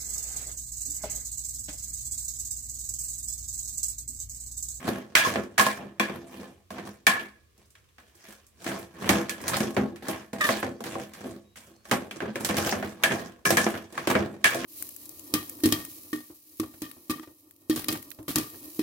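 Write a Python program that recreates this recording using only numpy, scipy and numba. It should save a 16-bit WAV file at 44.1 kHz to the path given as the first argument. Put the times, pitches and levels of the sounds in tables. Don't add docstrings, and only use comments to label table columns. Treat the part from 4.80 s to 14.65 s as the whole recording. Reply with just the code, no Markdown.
import sys
import numpy as np
from scipy import signal
from scipy.fft import rfft, irfft, next_fast_len
from scipy.io import wavfile
from numba import njit

SR = 44100
rng = np.random.default_rng(int(sys.argv[2]) if len(sys.argv) > 2 else 0)


def to_wav(s):
    ch = np.atleast_2d(s).T
    pcm = np.round(np.clip(ch, -1, 1) * 32767)
    wavfile.write(sys.argv[1], SR, pcm.astype(np.int16))


def voltage_ratio(level):
    return 10 ** (np.asarray(level, float) / 20)


N = 434385


def zone(hz, db, centres_hz):
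    order = np.argsort(centres_hz)
    place = np.interp(np.log(hz), np.log(np.array(centres_hz)[order]), np.arange(len(order)))
    return sum(max(0, 1 - abs(place - k)) * db[row] for k, row in enumerate(order))


def leak(t60):
    return 1 - np.exp(-2 * np.log(1000) / (t60 * SR))


def fade(power, t60):
    return signal.lfilter([1], [1, leak(t60) - 1], power)


def band_noise(hz, like):
    edges_hz = [hz / 2 ** .25, min(hz * 2 ** .25, .49 * SR)]
    band = signal.butter(2, edges_hz, "bandpass", fs=SR, output="sos")
    mid, side = signal.sosfilt(band, rng.standard_normal((2, N)))
    like = np.clip(like, 0, 1)
    pair = np.sqrt(1 + like) * mid + np.sqrt(1 - like) * side * np.array([[1], [-1]])
    return pair / pair.std()


# first touch in seconds, peak level of the clang in dB, centre of the clang
# in octaves above 1 kHz, level of the bottom's boom in dB, level of the bright edge in dB.
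KNOCKS = [(0.0743, -29, 5.3, -23.5, -54), (0.351, -0.5, 0.97, -49, -18.5), (0.447, -11, 0.12, -62, -35.5),
          (0.4698, -17.5, 0.05, -26, -35.5), (0.5561, -14, 0.91, -23, -42), (0.7785, -4.5, 0.32, -37, -21),
          (0.794, -2, 0.48, -27, -20), (0.8086, -7, 0.02, -31, -22), (0.8634, -9.5, 0.075, -26.5, -27.5),
          (1.1956, -4.5, 1.41, -24.5, -28), (1.2012, -13.5, 0.11, -46, -50),
          (1.2949, -23.5, 0.75, -33, -53.5), (1.9035, -23, 0.14, -39, -44.5),
          (1.981, -18.5, 0.33, -42, -51.5), (2.2658, -0.5, 1.2, -34, -17), (2.2691, -9, 0.12, -38, -30),
          (2.41, -33, 0.58, -41, -63), (2.777, -57.5, 0.92, -60, -57.5), (2.8557, -73.5, 0.88, -71.5, -61),
          (2.903, -59.5, 1.2, -77, -54), (2.951, -34, 1.33, -73.5, -59), (3.04, -48, 1.56, -81, -69),
          (3.086, -48.5, 1.4, -81.5, -70.5), (3.181, -37, 0.77, -63.5, -59.5),
          (3.351, -53, 2.3, -55.5, -52.5), (3.4397, -38, 1.4, -53.5, -53), (3.484, -42, 0.64, -47.5, -49),
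          (3.599, -51, 0.98, -65, -67.5), (3.665, -66.5, 1.9, -76, -52), (3.842, -22.5, 0.16, -50.5, -39),
          (3.8629, -19, 1.02, -30, -41.5), (4.228, -33.5, 0.49, -47, -46), (4.29, -1.5, 1.26, -19, -18.5),
          (4.493, -17, 0.74, -68, -27.5), (4.613, -66, 0.3, -33.5, -39.5), (4.679, -19.5, 0.6, -39, -21),
          (4.7326, -9, 0.02, -54, -36), (4.766, -9.5, 0.02, -52, -26), (4.8028, -16.5, 0.98, -22.5, -30),
          (4.9642, -11.5, 0.71, -22.5, -40), (5.158, -35, 0.83, -60, -49.5),
          (5.282, -18, 0.065, -29, -29.5), (5.53, -28, 0.16, -35, -40), (5.609, -13, 0.4, -52.5, -29),
          (5.688, -4.5, 0.39, -21, -30), (5.8266, -14, 0.64, -25.5, -49),
          (6.0038, -25, 0.043, -32.5, -44.5), (6.038, -23.5, 0.58, -36.5, -38),
          (6.1511, -17, 0.02, -30.5, -53), (6.334, -33.5, 0.94, -70.5, -43.5),
          (6.4414, -30.5, 1.4, -33, -62), (6.756, -33.5, 0.78, -86, -56.5), (7.0517, -27, 0.023, -59, -51),
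          (7.1108, -5, 0.51, -21.5, -23.5), (7.309, -17.5, 1.52, -43, -42.5), (7.4024, -17, 0.57, -36, -49),
          (7.419, -26, 0.54, -25.5, -50.5), (7.555, -18, 1.08, -28.5, -38),
          (7.646, -17.5, 0.73, -48, -21.5), (7.688, -13.5, 0.27, -39, -31.5), (7.767, -16, 1.1, -49, -27.5),
          (7.872, -11.5, .15, -44, -44), (7.9228, -13, 0.69, -19, -41), (8.0246, -16.5, 0.68, -33, -51),
          (8.234, 3, 1.41, -31.5, -20), (8.3086, -14.5, 0.99, -27, -47.5), (8.652, -8, 0.65, -40, -26.5),
          (8.7035, -10, 0.59, -18, -18.5), (8.769, -8, 0.76, -24, -20), (8.8633, -6, 0.36, -23, -42),
          (9.123, -40, 1.4, -38, -45.5), (9.176, -9, 0.26, -52, -40), (9.2708, -9.5, 0.51, -19, -28),
          (9.3507, -7.5, 0.69, -16, -40), (9.641, -3, 1.03, -32, -20), (9.7443, -26, 0.48, -24, -30.5),
          (9.8424, -20, 0.81, -28, -43)]
KNOCK_ZONES_HZ = [2040, 447, 1086, 2920, 6500]
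CONTACT_S = 0.00154
CLANG_DB_PER_OCTAVE = 17


def knocks():
    s, peak_db, centre, boom_db, bright_db = np.transpose(KNOCKS)

    def clang_db(row):
        octaves_away = abs(np.log2(KNOCK_ZONES_HZ[row] / 1000) - centre)
        return peak_db - CLANG_DB_PER_OCTAVE * octaves_away

    at = ((s + CONTACT_S) * SR).astype(int)
    return at, np.array([clang_db(0), boom_db, clang_db(2), clang_db(3), bright_db])


# firmest contact in seconds,
# seconds to swell by 20 dB (below ABRUPT_S, even negative: it starts abruptly),
# then the relative levels of boom, clang and bright in dB.
STROKES = [(0.035, 5.5, -41.5, -47.5, -46.5), (0.081, 0.06, -20.5, -32, -34.5),
           (0.353, -0.13, -35.5, -10, -15), (0.58, 0.25, -26.5, -44, -50.5), (0.779, 0, -30, -16.5, -21),
           (0.998, 0.05, -29.5, -44, -66.5), (1.202, -0.23, -47, -28, -38.5),
           (1.358, 0.12, -32, -50.5, -48.5), (1.523, 0.07, -40, -46, -45), (1.614, 0.07, -34, -47, -46),
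           (1.909, -3, -35.5, -47, -44.5), (1.96, -0.87, -33, -40.5, -49.5), (2.05, -0.52, -36.5, -48, -46),
           (2.27, -0.1464, -27, -21, -29.5), (2.8, 0.1, -62.5, -66.5, -64), (2.97, 0, -70, -61, -63.5),
           (3.185, 0, -54, -56, -55.5), (3.52, 0.3, -57.5, -52, -47.5), (3.839, 0.08, -41.5, -49, -43),
           (3.884, 0.0426, -24.5, -31.5, -30), (4.316, 0.1116, -17.5, -24.5, -28.5),
           (4.496, -0.6, -37, -75, -63), (4.744, 0.1934, -26.5, -29.5, -34.5),
           (4.826, -0.0363, -22.5, -38, -33.5), (4.972, -0.24, -17, -39, -44.5),
           (5.223, -0.33, -35, -43, -43.5), (5.301, 0.07, -31, -34, -39), (5.53, -0.97, -29.5, -40.5, -51),
           (5.585, -5, -34, -46, -39), (5.64, -0.0059, -29.5, -27, -22.5), (5.702, -0.4, -30, -27.5, -28.5),
           (5.756, -0.28, -32, -42, -36.5), (5.837, -0.2, -25, -47, -71), (6.058, -0.87, -33.5, -37.5, -36),
           (6.12, -0.1, -32.5, -48, -47), (6.202, 0.07, -37, -46, -43), (6.39, 0.1, -42, -47, -45),
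           (6.461, 0.07, -29, -49.5, -43.5), (6.76, 0.03, -50.5, -47.5, -41),
           (6.869, -0.03, -47, -59.5, -52), (7.095, 0.06, -47, -52, -44.5),
           (7.114, -0.0524, -19, -32.5, -35.5), (7.36, 0.04, -38, -48, -47.5),
           (7.425, -0.44, -26, -40, -56), (7.598, -0.0749, -25.5, -41, -34),
           (7.695, -0.05, -23, -28, -37.5), (7.73, -0.07, -28, -39, -50), (7.782, 0.07, -23.5, -31, -33),
           (7.868, 0.2156, -25, -31.5, -26), (7.95, -0.24, -26.5, -43, -63),
           (8.05, 0.12, -31, -43.5, -41.5), (8.239, -0.24, -25, -32, -41), (8.335, 0.14, -24, -31.5, -34),
           (8.652, -0.32, -22, -41, -23.5), (8.709, -0.66, -22, -31, -36), (8.78, -0.34, -23, -30, -22.5),
           (8.939, -0.51, -30.5, -39, -42.5), (9.19, 0.08, -33.5, -36.5, -41),
           (9.298, -0.0837, -22, -22.5, -31), (9.378, -0.21, -18.5, -45, -54),
           (9.642, -0.0224, -43, -19.5, -20.5), (9.8, 0.33, -34.5, -55, -47.5),
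           (9.844, 0.13, -48.5, -35.5, -41)]
EASE_DB_PER_S = [135.5, 144.5, 139]
ABRUPT_S = .03


def strokes():
    t, power = np.arange(0, N + 64, 64) / SR, 1e-12
    for s, swell_s, *db in STROKES:
        rise_s = swell_s if swell_s > ABRUPT_S else 0.002
        down_db = np.where(t < s, 20 * (s - t) / rise_s, np.outer(EASE_DB_PER_S, t - s))
        power = power + voltage_ratio(2 * (np.array(db)[:, None] - down_db))
    return np.array([np.interp(np.arange(N) / SR, t, 10 * np.log10(p)) for p in power])


GRIT_PER_S = 240


def grit(spread_db=3.0, smooth=.7):
    size_db = spread_db * np.minimum(rng.exponential(size=N), 4)
    catches = (rng.random(N) < GRIT_PER_S / SR) * voltage_ratio(size_db)
    signs = np.sign(rng.standard_normal(N))
    force = catches / catches.std() * signs + smooth * rng.standard_normal(N)
    return force / force.std()


# start in seconds, end in seconds, share of the free ring time.
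LIFTS = [(0.359, 0.471, 0.81), (0.78, 0.929, 0.72), (1.198, 1.254, 0.69), (2.26, 2.761, 0.81),
         (4.493, 4.57, 0.58), (5.677, 5.78, 0.66), (8.226, 8.292, 0.55), (8.65, 8.695, 0.88),
         (8.762, 8.815, 0.88), (9.628, 9.853, 0.79)]
PRESSED_SHARE = 0.66


def freedom_of_wall():
    share = np.full(N, PRESSED_SHARE)
    for start, end, free in LIFTS:
        share[int(start * SR):int(end * SR)] = free
    return share


@njit
def add_mode(out, push, turns, step, loss, ear):
    z = 0j
    for i in range(len(push)):
        z = z * turns[step[i]] * (1 - loss[i]) + push[i]
        out[0, i] += (z * ear).imag
        out[1, i] += (z * ear.conjugate()).imag


# middle pitch of the pair in Hz, relative level in dB,
# basic ring time (fall by 60 dB) in seconds, before pressing and damping.
POT = [(102, -14, .25), (140, -16, .2), (210, -2, .25), (258, -4, .25), (339, -2, .27), (398, -8, .25),
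       (495, -6, .22), (565, -7, .22), (654, -5, .22), (700, -8, .2), (787, -12, .22), (921, -11, .26),
       (996, -12, .26), (1060, -6, .3), (1106, -7, .28), (1256, -11, .2), (1400, -15, .18),
       (1540, -16, .24), (1605, -15, .26), (1660, -6, .42), (1712, -6, .47), (1755, -7, .4),
       (1800, -11, .28), (1887, -11, .22), (2082, -17, .2), (2290, -12, .26), (2363, -8, .32),
       (2440, -12, .2), (2632, -17, .2), (2742, -11, .28), (3100, -13, .24), (3380, -11, .28),
       (3800, -16, .14)]
LADLE = [(4100, -29, .15), (4460, -22, 0.051), (4900, -23, 0.12), (5500, -16.5, 0.14), (5820, -13, 0.11),
         (6850, -19, 0.09)]
ZONES_HZ = [348, 1820, 6770]
RING_DB, SCRAPE_RING_DB = -6, -11.5
WALL_HZ = 800
PRESSED_T60_S = .2
PRESSED_DETUNE = .025
WAVER = .007
LINGER_S, LINGER_DAMPING = 0.017, 2
BLOW_SPREAD_S = .0015
FREE_GAIN_POWER = .65


def ring(at, knock_db, scrape_db, force, scatter_db=3.0, spread_hz=900, split=.005, detune=.005,
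         damp_scatter=0.32, lumpy_db=3.5):
    modes = [(hz * (1 + side * split), db, t60) for hz, db, t60 in POT + LADLE for side in (-1, 1)]
    out = np.zeros((2, N))
    chance = rng.standard_normal((len(at), 4, len(modes)))
    ears = rng.uniform(-np.pi, np.pi, len(modes))
    wall_freedom = freedom_of_wall()
    pressed = wall_freedom == PRESSED_SHARE
    latest = np.maximum(np.searchsorted(at, np.arange(N), "right") - 1, 0)
    from_blow = abs(np.arange(N) - at[latest])
    linger = 1 + LINGER_DAMPING * np.exp(-from_blow / (LINGER_S * SR))
    steps, knots = np.arange(0, N, 64), np.arange(0, 2 * N + 800, 800)
    for k, (hz, db, t60) in enumerate(modes):
        on_wall = hz > WALL_HZ
        freedom = wall_freedom if on_wall else np.ones(N)
        capped = min(t60, PRESSED_T60_S)
        lasts = np.where(pressed & on_wall, capped, t60)
        uneven = np.exp(damp_scatter * abs(chance[latest, 2, k // 2]) * pressed)
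        loss = np.log(1000) / (lasts * SR) * uneven / freedom

        lumps_db = np.interp(steps, knots, lumpy_db * rng.standard_normal(len(knots)))
        drag = voltage_ratio(zone(hz, scrape_db[:, steps], ZONES_HZ) + SCRAPE_RING_DB + lumps_db)
        push = force * np.repeat(drag, 64)[:N] * np.sqrt(2 * loss)

        blow_db = zone(hz, knock_db, KNOCK_ZONES_HZ) + RING_DB + scatter_db * chance[:, 0, k]
        late = (abs(BLOW_SPREAD_S * chance[:, 3, k // 2]) * SR).astype(int)
        push[at + late] += np.sign(chance[:, 0, k - 1]) * voltage_ratio(blow_db) * freedom[at]
        if on_wall:
            push *= (lasts / capped) ** FREE_GAIN_POWER

        waver = np.interp(steps, knots / 2, WAVER * rng.standard_normal(len(knots)))
        shift = np.where(pressed[steps], PRESSED_DETUNE, detune) * chance[latest[steps], 1, k]
        turns = np.exp(2j * np.pi * hz * (1 + shift + waver) / SR)

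        lag = ears[k] * min(1, (hz / spread_hz) ** 2) / 2
        ear = voltage_ratio(db) * np.exp(1j * lag) + 0j
        damped = loss * (linger if on_wall else 1)
        add_mode(out, push + 1e-18, turns, np.arange(N) // 64, damped, ear)
    return out


# pitch in Hz, relative level per Hz in dB,
# time to fall by 60 dB in seconds, likeness of left and right from 0 to 1, left minus right in dB.
WASH = [(40.7, -34.5, .35, .7, -3), (121, -17, 0.12, 0.99, -7), (313, -3.5, 0.66, 0.4, 0.5),
        (650, 0, 0.12, 0.98, 3), (1480, 1.5, 0.27, 0, 1), (2230, 0, 0.19, 0.3, -0.5),
        (4340, -6, 0.16, 0.01, -1.5), (5950, -5.5, 0.13, 0.05, 1.5), (9800, -10, 0.26, 0, -4),
        (15000, -16.5, 0.12, 0.5, -2.5)]
WASH_DB, CRACK_DB = -10, -5
SCRAPE_WASH_DB, SCRAPE_TICK_DB = -18.5, -15
CRACK_T60_S, TICK_T60_S = 0.019, 0.018


def wash(at, knock_db, scrape_db, force, patchy_db=4.5):
    out, table = 0, np.transpose(WASH)
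    clang, boom, low, high, bright = knock_db
    hiss_db = [boom, np.min([clang, low, high], axis=0), bright]
    knots = np.arange(0, N + 1000, 1000)
    for hz in 45 * 2 ** np.arange(0, 8.6, .5):
        db, t60, like, pan_db = (np.interp(np.log(hz), np.log(table[0]), c) for c in table[1:])
        blows = np.zeros(N)
        blows[at] = voltage_ratio(2 * zone(hz, hiss_db, ZONES_HZ))

        patches_db = np.interp(np.arange(N), knots, patchy_db * rng.standard_normal(len(knots)))
        drag = force ** 2 * voltage_ratio(2 * (zone(hz, scrape_db, ZONES_HZ) + patches_db))

        crack_s, tick_s = max(CRACK_T60_S, 19 / hz), max(TICK_T60_S, 19 / hz)
        hiss = fade(blows * voltage_ratio(2 * WASH_DB) + drag * voltage_ratio(2 * SCRAPE_WASH_DB) * leak(t60), t60)
        cracks = fade(blows * voltage_ratio(2 * CRACK_DB), crack_s)
        ticks = fade(drag * voltage_ratio(2 * SCRAPE_TICK_DB) * leak(TICK_T60_S), tick_s)
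        power = fade((hiss + cracks + ticks) * leak(4 / hz), 4 / hz)
        gain = voltage_ratio(db + np.array([[pan_db], [-pan_db]]) / 2) * np.sqrt(hz / 1000)
        out = out + gain * np.sqrt(power) * band_noise(hz, like)
    return out


# time in seconds, middle slip rate in slips per second, relative level in dB.
SQUEAL = [(5.604, 630, -42), (5.612, 632, -23), (5.634, 574, -29.5), (5.653, 610, -24), (5.669, 580, -35),
          (5.686, 570, -39)]
SQUEAL_ORDERS_DB = [-11.5, -1, 5, -8, -12, -10]


def squeal():
    t, (s, hz, db) = np.arange(N) / SR, np.transpose(SQUEAL)
    rate_hz = np.interp(t, s, hz) * (1 + .02 * band_noise(150, 1)[0])
    turn = 2 * np.pi * np.cumsum(rate_hz) / SR
    tone = 0
    for k, order_db in enumerate(SQUEAL_ORDERS_DB):
        flicker = 1 + .4 * band_noise(100, 0)
        tone = tone + voltage_ratio(order_db) * flicker * np.sin((k + 1) * turn + np.array([[0], [k]]))
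    return tone * voltage_ratio(np.interp(t, s, db)) * (t > s[0]) * (t < s[-1])


ECHO_DB, ECHO_T60_S = -8.5, 0.3


def echo(rung, bass_hz=600):
    t = np.arange(SR // 2) / SR
    swell = np.minimum(t / 0.0053, 1)
    walls = rng.standard_normal((2, len(t))) * np.exp(-np.log(1000) * t / ECHO_T60_S) * swell
    walls = signal.sosfilt(signal.butter(1, bass_hz, "highpass", fs=SR, output="sos"), walls)
    walls = walls / np.sqrt(np.sum(walls ** 2, axis=1, keepdims=True))
    return voltage_ratio(ECHO_DB) * signal.fftconvolve(rung, walls, axes=1)[:, :N]


# start in seconds, length in seconds, first pitch in Hz, last pitch in Hz,
# relative level in dB. The pitch wavers around this glide.
PEEPS = [(5.91, .09, 4250, 4800, -73), (6.64, .12, 3800, 3880, -76), (6.93, .11, 4250, 4350, -75)]


def bird():
    out, t, waver = np.zeros(N), np.arange(N) / SR, band_noise(120, 1)[0]
    for s, length, first_hz, last_hz, db in PEEPS:
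        hz = np.interp(t, [s, s + length], [first_hz, last_hz]) * (1 + .015 * waver)
        edge = np.clip(np.minimum(t - s, s + length - t) / 0.013, 0, 1)
        out += np.sqrt(2) * edge * voltage_ratio(db) * np.sin(2 * np.pi * np.cumsum(hz) / SR)
    return out * (1 + .5 * band_noise(90, 0))


WHINE_HZ, WHINE_WIDTH_HZ, WHINE_DB = 1150, 100, -80


def whine():
    peak = signal.iirpeak(WHINE_HZ, WHINE_HZ / WHINE_WIDTH_HZ, fs=SR)
    tone = signal.lfilter(*peak, rng.standard_normal((2, N)))
    return tone / tone.std() * voltage_ratio(WHINE_DB)


# pitch in Hz, relative level per Hz in dB.
ROOM = [(18, -37), (30, -6), (77, 9), (200, -16), (486, -12.5), (801, -36.5), (2290, -22.5), (13700, -30),
        (16000, -32)]
ROOM_DB = -63


def room(alike_hz=300):
    size = next_fast_len(N)
    f = np.maximum(np.arange(size // 2 + 1) * SR / size, 1)
    hz, db = np.transpose(ROOM)
    colour = voltage_ratio(np.interp(np.log(f), np.log(hz), db))
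    mid, side = rfft(rng.standard_normal((2, size))) * colour
    out = irfft(mid + np.minimum(f / alike_hz, 1) * side * np.array([[1], [-1]]), size)[:, :N]
    return out / out.std() * voltage_ratio(ROOM_DB)


RADIATES_HZ = 90


def scene():
    at, knock_db = knocks()
    scrape_db, force = strokes(), grit()
    rung = ring(at, knock_db, scrape_db, force)
    pot = rung + echo(rung) + squeal() + wash(at, knock_db, scrape_db, force)
    pot = signal.sosfilt(signal.butter(3, RADIATES_HZ, "highpass", fs=SR, output="sos"), pot)
    return pot + room() + whine() + bird()


def band_limit(x):
    return signal.sosfilt(signal.butter(12, 16680, fs=SR, output="sos"), x)


LEFT_DB = -1
BASS_HZ, TOP_HZ = 62, 16300
SOFT_CLIP = .5


def record(dry):
    heard = dry * voltage_ratio(np.array([[LEFT_DB], [0]]))
    heard = signal.sosfilt(signal.butter(2, BASS_HZ, "highpass", fs=SR, output="sos"), heard)
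    rounded = np.tanh(SOFT_CLIP * heard) / SOFT_CLIP
    mix = signal.sosfilt(signal.ellip(8, .2, 70, TOP_HZ, fs=SR, output="sos"), rounded)
    return band_limit(mix)


dry = scene()
out = record(dry)
to_wav(out)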